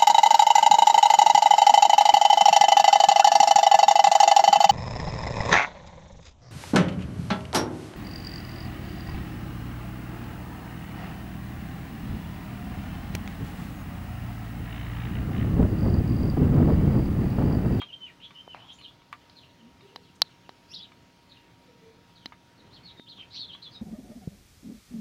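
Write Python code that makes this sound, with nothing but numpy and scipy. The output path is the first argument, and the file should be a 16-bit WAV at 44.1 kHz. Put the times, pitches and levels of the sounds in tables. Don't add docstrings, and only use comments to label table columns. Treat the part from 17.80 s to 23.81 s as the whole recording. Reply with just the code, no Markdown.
import sys
import numpy as np
from scipy import signal
from scipy.fft import rfft, irfft
from scipy.io import wavfile
from scipy.ndimage import uniform_filter1d

SR = 44100
rng = np.random.default_rng(int(sys.argv[2]) if len(sys.argv) > 2 else 0)


def dump_mix(stems):
    frames = np.atleast_2d(stems).T
    limited = np.clip(frames, -1, 1)
    pcm = np.round(limited * 32767).astype(np.int16)
    wavfile.write(sys.argv[1], SR, pcm)


N = 265173


def amp(db):
    return 10 ** (np.asarray(db) / 20)


def unit_rms(x):
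    return x / np.sqrt(np.mean(x ** 2) + 1e-20)


def eq_curve(points, hz):
    points_hz, gain_db = np.transpose(points)
    return np.interp(np.log(hz + 1), np.log(points_hz + 1), gain_db)


def add(mix, start_s, sound):
    start = round(start_s * SR)
    sound = sound[max(-start, 0):]
    part = mix[max(start, 0):][:len(sound)]
    part += sound[:len(part)]


def drift(size, hz):
    noise = rng.standard_normal(size + SR // 4)
    lowpass = np.exp(-(np.fft.rfftfreq(len(noise), 1 / SR) / hz) ** 2)
    return unit_rms(irfft(rfft(noise) * lowpass))[:size]


def ease(u):
    return np.sin(np.pi / 2 * u) ** 2


def envelope(db):
    return amp(db) * signal.windows.tukey(len(db), 0.15)


def scatter(x, t60_s, onset_s):
    t = np.arange(SR) / SR
    taps = rng.choice([-1., 1.], SR) * (rng.random(SR) < 2000 / SR)
    taps *= amp(-60 * t / t60_s) * (1 - np.exp(-(t / onset_s) ** 2))
    return signal.fftconvolve(x, taps / np.linalg.norm(taps))[:len(x)]


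def whistle(pitch, waver, waver_hz, flutter_db, overtone_db, sweep_hz_per_s):
    size = len(pitch)
    unrest = 0.25 + np.tanh(abs(np.gradient(pitch)) * SR / sweep_hz_per_s)
    wavering_pitch = pitch * (1 + waver * unrest * drift(size, waver_hz))
    phase = 2 * np.pi * np.cumsum(wavering_pitch) / SR
    hoarse = np.interp(pitch, [3100, 4200], [0, 0.13])
    tone = np.sqrt(1 - hoarse) * np.sin(phase) + np.sqrt(hoarse) * drift(size, hz=557) * np.cos(phase)
    tone += amp(overtone_db) * np.sin(2 * phase)
    return np.sqrt(2) * amp(flutter_db * unrest * drift(size, waver_hz)) * tone


def noise_band(pitch, width_hz):
    phase = 2 * np.pi * np.cumsum(pitch) / SR
    size, half_hz = len(pitch), width_hz / 2
    return unit_rms(drift(size, half_hz) * np.cos(phase) + drift(size, half_hz) * np.sin(phase))


# crest_s, lead_s, tail_s, start_hz, crest_hz, end_hz, level_db, rasp_db, tail_end_db
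CHIRPS = [(0.012, 0.03, 0.041, 3450, 3240, 3214, -37.5, -5, -10),
          (0.09, 0.0079, 0.028, 2880, 3030, 2790, -48.0, -19, -1),
          (0.135, 0.015, 0.015, 2980, 3190, 3040, -37, -20, -11),
          (0.236, 0.034, 0.023, 3070, 3060, 2990, -39.5, -27, -8),
          (0.262, 0.01, 0.048, 3020, 2936, 1843, -44.5, -11, -13.5),
          (0.451, 0.053, 0.028, 2800, 3380, 2960, -43.5, -4, -18),
          (0.558, 0.021, 0.032, 2920, 3080, 2740, -49.5, -27, -9),
          (0.601, 0.052, 0.0086, 2830, 3100, 3040, -43, -21, -15),
          (0.716, 0.048, 0.073, 3070, 3020, 1780, -45, -22, -17),
          (0.81, 0.05, 0.075, 3000, 2986, 3500, -54, -3, -11),
          (0.904, 0.027, 0.032, 3330, 3194, 3710, -41.5, -8, -14),
          (0.987, 0.012, 0.032, 2780, 3000, 2910, -56.0, -1.5, 0),
          (1.04, 0.058, 0.023, 4380, 4026, 3470, -50.5, -21, -3),
          (1.051, 0.019, 0.019, 3710, 3120, 2820, -42.5, -21, -12),
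          (1.082, 0.008, 0.025, 3090, 3330, 3590, -45.5, -11, -17),
          (2.922, 0.037, 0.02, 4700, 5470, 5430, -47, -7, -16),
          (2.925, 0.026, 0.0066, 2480, 2760, 3020, -53.5, -12, -2),
          (2.941, 0.011, 0.014, 3020, 3970, 5020, -38, -14, -4.5),
          (2.961, 0.017, 0.026, 5010, 3790, 3230, -38, -15, -14.5),
          (2.988, 0.02, 0.018, 5200, 4700, 4400, -52, 3, -7),
          (3.003, 0.019, 0.014, 3390, 3390, 3480, -44, -6, -4),
          (3.027, 0.016, 0.034, 3336, 3860, 2890, -43, -7, -16),
          (4.945, 0.041, 0.041, 3450, 4390, 3050, -54, -4, -2),
          (5.056, 0.028, 0.06, 4380, 4390, 3330, -47, -12, -8.5),
          (5.108, 0.025, 0.01, 3540, 3800, 3920, -49, -4, -14),
          (5.187, 0.024, 0.08, 3830, 3717, 3580, -50, -27, -14.5),
          (5.28, 0.017, 0.012, 2980, 3360, 4090, -48.5, -7, -9),
          (5.298, 0.017, 0.044, 4250, 4205, 3220, -45.5, -13, -5.5),
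          (5.399, 0.043, 0.044, 3700, 3120, 2495, -44, -5, -14),
          (5.553, 0.054, 0.035, 3955, 4356, 3520, -44.0, 0, 0.5),
          (5.562, 0.045, 0.018, 4610, 5300, 5700, -53, 1.5, -11),
          (5.584, 0.048, 0.013, 2150, 3840, 4040, -46, -8, -5),
          (5.598, 0.037, 0.066, 3580, 4427, 4000, -39, -26, -10.5),
          (5.605, 0.031, 0.054, 4190, 3860, 3400, -38.5, -25, -6),
          (5.707, 0.027, 0.01, 3750, 3184, 2900, -40, -25, -18),
          (5.739, 0.044, 0.011, 3490, 4000, 3850, -46.0, -12, -16),
          (5.74, 0.023, 0.022, 2754, 3270, 3430, -41, -20, -10),
          (5.828, 0.013, 0.047, 3700, 4180, 3860, -40.5, -16, -17),
          (5.863, 0.025, 0.019, 3760, 3520, 3310, -44, -26, 0.5),
          (5.919, 0.013, 0.034, 4520, 4540, 3990, -55.5, -19, 3),
          (5.945, 0.032, 0.025, 5030, 5010, 4990, -54, -23, -9),
          (5.964, 0.029, 0.034, 3890, 3790, 3700, -44.5, -22, -20)]


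def chirps():
    out = np.zeros(N)
    swell_from_db = -15
    for crest_s, lead_s, tail_s, start_hz, crest_hz, end_hz, level_db, rasp_db, tail_end_db in CHIRPS:
        t = np.arange(-lead_s, tail_s, 1 / SR)
        before, after = np.maximum(-t / lead_s, 0), np.maximum(t / tail_s, 0)
        pitch = crest_hz + (start_hz - crest_hz) * ease(before) + (end_hz - crest_hz) * ease(after)
        tone = whistle(pitch, waver=0.033, waver_hz=500, flutter_db=2.6,
                       overtone_db=-40, sweep_hz_per_s=35000)
        rasp = amp(rasp_db) * noise_band(pitch, width_hz=1600)
        gain = envelope(level_db + swell_from_db * before + tail_end_db * after)
        add(out, crest_s - lead_s, gain * (tone + rasp))
    return out


# start_s, length_s, top_hz, level_db
FAR_CALLS = [(1.18, .045, 3600, -67), (1.405, .04, 3400, -66), (1.556, .042, 4300, -51),
             (1.61, .04, 3280, -55.5), (1.688, 0.025, 4000, -62.5), (1.783, 0.041, 3250, -63),
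             (1.902, .035, 3100, -76), (2.012, 0.036, 4050, -69), (2.067, 0.047, 3270, -64),
             (2.229, 0.036, 4360, -63.5), (2.271, .035, 3150, -62.5), (2.438, 0.045, 4210, -58.5),
             (2.494, 0.046, 3250, -64), (2.634, 0.039, 3190, -62), (3.493, 0.04, 4360, -52.5),
             (3.546, .04, 3290, -60), (4.351, 0.039, 4280, -57), (4.41, 0.036, 3400, -61),
             (4.774, 0.04, 4390, -59.5)]


def far_calls():
    out = np.zeros(N)
    drop_octaves, drop_curve = 0.303, 1.496
    for start_s, length_s, top_hz, level_db in FAR_CALLS:
        progress = np.arange(0, length_s, 1 / SR) / length_s
        pitch = top_hz * 2 ** (-drop_octaves * progress ** drop_curve)
        tone = whistle(pitch, waver=0.045, waver_hz=500, flutter_db=2.5,
                       overtone_db=-40, sweep_hz_per_s=18000)
        arch_db = np.interp(progress, [0, 0.77, 1], [-5.5, 0, -5.5])
        add(out, start_s, tone * envelope(level_db + arch_db))
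    return out


def birdsong():
    near, far = chirps(), far_calls()
    near_echo = amp(-6.5) * scatter(near, t60_s=0.17, onset_s=0.0054)
    far_echo = amp(-4.5) * scatter(far, t60_s=0.31, onset_s=0.006)
    return amp(-2) * (near + far) + near_echo + far_echo


# pitch_hz, gain_db, t60_s
LIMB_MODES = [(740, -25, 0.049), (1060, 2, 0.016), (1151, -3.5, 0.032), (1420, -45, 0.04),
              (1990, -5, 0.018), (2247, 0.5, 0.023), (2870, -1.5, 0.015), (3650, -9.5, 0.051),
              (4230, -3, 0.0089)]
# start_s, level_db, tilt_db_per_octave
PECKS = [(0.0175, -29.5, -5), (.507, -46, 0), (1.012, -51.5, 4), (1.11, -55, -22), (1.218, -57, 2),
         (1.3278, -30, -5), (2.0072, -53.5, 4.5), (3.119, -46.5, -2.5), (4.522, -36.5, -8.5),
         (5.383, -55, 0), (5.749, -47.5, -16)]


def pecks():
    out, t = np.zeros(N), np.arange(SR // 10) / SR
    attack = 1 - np.exp(-t / 0.00062)
    tilt_pivot_hz = LIMB_MODES[2][0]
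    crunch_hz, crunch_db, crunch_t60_s = 1900, -11, 0.07
    detunes = 1 + 0.034 * rng.standard_normal((len(PECKS), len(LIMB_MODES)))
    for (start_s, level_db, tilt), spot_detunes in zip(PECKS, detunes):
        for (pitch_hz, gain_db, t60_s), detune in zip(LIMB_MODES, spot_detunes):
            mode_db = level_db + gain_db + tilt * np.log2(pitch_hz / tilt_pivot_hz)
            ring = np.sin(2 * np.pi * pitch_hz * detune * t)
            add(out, start_s, amp(mode_db - 60 * t / t60_s) * attack * ring)
        crunch = drift(len(t), hz=850) * np.cos(2 * np.pi * crunch_hz * t)
        add(out, start_s, amp(level_db + crunch_db - 60 * t / crunch_t60_s) * crunch)
    return out + amp(-6.5) * scatter(out, t60_s=0.097, onset_s=0.0022)


# frequency_hz, gain_db
KNOCK_EQ = [(50, -17), (250, 4), (750, 3), (1100, -3), (1900, -8), (2450, -13), (3000, -5), (4500, 2.5),
            (5500, -2.5), (8300, -25), (11000, -3.5), (14500, -9), (16000, -11.5)]
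KNOCK_BANDS_HZ = [250, 1000, 2000, 4500, 11000]
# start_s, thud_db, body_db, clack_db, snap_db, fizz_db, echo_send_db, rebound_db
KNOCKS = [(0.678, -12, -4.5, -22, -50, -60, -30, -37), (.747, -23.5, 3, -6, -25, -46, -4, -26),
          (1.497, -25, -29, -22, -22.5, -48, 1.5, 1), (2.16, -16, -7, -5.5, -11.5, -33, -35, 3.5),
          (2.4189, -8, 13, 13.5, 21, 0, -50, -35), (2.693, -10, -4, -5, -17.5, -40, -31, -8),
          (4.4587, -1.5, -10.5, 3.5, -3.5, -28, -44, -4), (5.197, -2, -19, -4.5, -32, -60, -37, -20),
          (5.594, -8.5, -35, -32, -33, -58, -22, -20)]


def knocks():
    direct, echo_send = np.zeros(N), np.zeros(N)
    hz = abs(np.fft.fftfreq(4096, 1 / SR))
    rebound_s = 0.001006
    for start_s, *bands_db, echo_send_db, rebound_db in KNOCKS:
        own_eq = list(zip(KNOCK_BANDS_HZ, bands_db))
        gain = amp(eq_curve(KNOCK_EQ, hz) + eq_curve(own_eq, hz))
        spectrum = np.exp(np.conj(signal.hilbert(np.log(gain))))
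        click = np.fft.ifft(spectrum).real[:len(hz) // 2]
        add(direct, start_s, click)
        add(direct, start_s + rebound_s, amp(rebound_db) * click)
        add(echo_send, start_s, amp(echo_send_db) * click)
    return direct + scatter(echo_send, t60_s=0.795, onset_s=0.0043)


# start_s, length_s, pitch_hz, rise_octaves, level_db
HOOTS = [(1.79, 0.12, 220.2, 0.2, -53.5), (2.015, 0.18, 372, 0.36, -56.5), (3.875, .09, 467, 0.072, -59),
         (4.015, 0.088, 449, 0.012, -53)]


def hoots():
    voice = np.zeros(N)
    for start_s, length_s, pitch_hz, rise_octaves, level_db in HOOTS:
        progress = np.arange(0, length_s, 1 / SR) / length_s
        pitch = pitch_hz * 2 ** (rise_octaves * progress)
        tone = whistle(pitch, waver=0.045, waver_hz=45, flutter_db=3,
                       overtone_db=-20, sweep_hz_per_s=600)
        arch_db = -5 * (2 * progress - 1) ** 2
        add(voice, start_s, tone * envelope(level_db + arch_db))
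    return amp(-2) * voice + amp(-6) * scatter(voice, t60_s=0.84, onset_s=0.0075)


# start_s, length_s, centre_hz, width_hz, level_db
HISSES = [(0.917, 0.046, 6400, 1600, -63), (0.925, 0.087, 7150, 700, -67.5),
          (0.92, 0.039, 9600, 1200, -73.5), (0.978, 0.032, 9800, 1000, -74),
          (2.347, 0.027, 6460, 6030, -65.5), (2.895, 0.071, 10800, 1400, -72)]


def hisses():
    out = np.zeros(N)
    for start_s, length_s, centre_hz, width_hz, level_db in HISSES:
        size = int(length_s * SR)
        band = noise_band(np.full(size, centre_hz), width_hz)
        add(out, start_s, amp(level_db) * band * signal.windows.tukey(size, 0.8))
    return out + amp(-10) * scatter(out, t60_s=0.18, onset_s=0.016)


def wash(eq, patchy_db, wobble_db):
    hz, _, spectrogram = signal.stft(rng.standard_normal(N), SR, nperseg=2048)
    patches = uniform_filter1d(rng.standard_normal(spectrogram.shape), size=16, axis=0)
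    patches = unit_rms(uniform_filter1d(patches, size=5, axis=1))
    spectrogram *= amp(eq_curve(eq, hz)[:, None] + patchy_db * patches)
    noise = signal.istft(spectrogram, SR, nperseg=2048)[1][:N]
    return unit_rms(noise) * amp(wobble_db * drift(N, hz=6.64))


# frequency_hz, relative_db
RUMBLE_EQ = [(20, -33), (40, -13), (75, -1), (170, 0), (230, -6), (350, -9.5), (600, -12.5), (900, -16.5),
             (1500, -25.5), (4000, -87)]
AIR_EQ = [(200, -9.5), (600, -0.5), (1000, -2), (1400, -.5), (2000, -1.5), (3200, -2), (4300, -4.5),
          (5500, -7.5), (6500, -11), (8000, -17.5), (11000, -20), (14500, -23), (16000, -18)]
# a late swell, with a brief dip just after a click.
# time_s, gain_db
BED_RIDE = [(0, 0), (4.7, -0.5), (4.85, 3), (5.19, 2), (5.215, -14), (5.27, -3), (5.4, 2), (5.9, 1.5)]


def outdoor_bed():
    rumble = amp(-60.5) * wash(RUMBLE_EQ, patchy_db=1.0, wobble_db=0.6)
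    air = amp(-63) * wash(AIR_EQ, patchy_db=1.65, wobble_db=0.5)
    crossover_hz = 3013
    low_air = signal.filtfilt(*signal.butter(2, crossover_hz, fs=SR), air)
    high_air = air - low_air
    ride = amp(np.interp(np.arange(N) / SR, *np.transpose(BED_RIDE)))
    return (rumble + low_air) * ride + high_air


# pitch_hz, rms_db
HUM_PARTIALS = [(118, -75), (177.6, -71.5), (258, -70.5), (295, -73), (354, -76), (411, -82), (942, -68.5),
                (1297, -80.5)]


def hum():
    out, t = np.zeros(N), np.arange(N) / SR
    for pitch_hz, rms_db in HUM_PARTIALS:
        gain = np.sqrt(2) * amp(rms_db + 0.79 * drift(N, hz=12))
        out += gain * np.sin(2 * np.pi * pitch_hz * t + 0.84 * drift(N, hz=1.86))
    return out


def scene():
    return (birdsong() + pecks() + knocks() + hoots() + hisses() + outdoor_bed() + hum())[None]


# centre_hz, width_hz
RECORDER_RINGS = [(4000, 170), (4000, 330), (4000, 1300), (12250, 730)]


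def record(dry):
    rung = dry
    for centre_hz, width_hz in RECORDER_RINGS:
        radius = np.exp(-np.pi * width_hz / SR)
        feedback = np.array([1, -2 * radius * np.cos(2 * np.pi * centre_hz / SR), radius ** 2])
        rung = signal.lfilter(feedback[::-1], feedback, rung)
    lowpass = signal.firwin(127, cutoff=15900, window=("kaiser", 9), fs=SR)
    return signal.oaconvolve(rung, lowpass[None], "same")


dry = scene()
out = record(dry)
dump_mix(out)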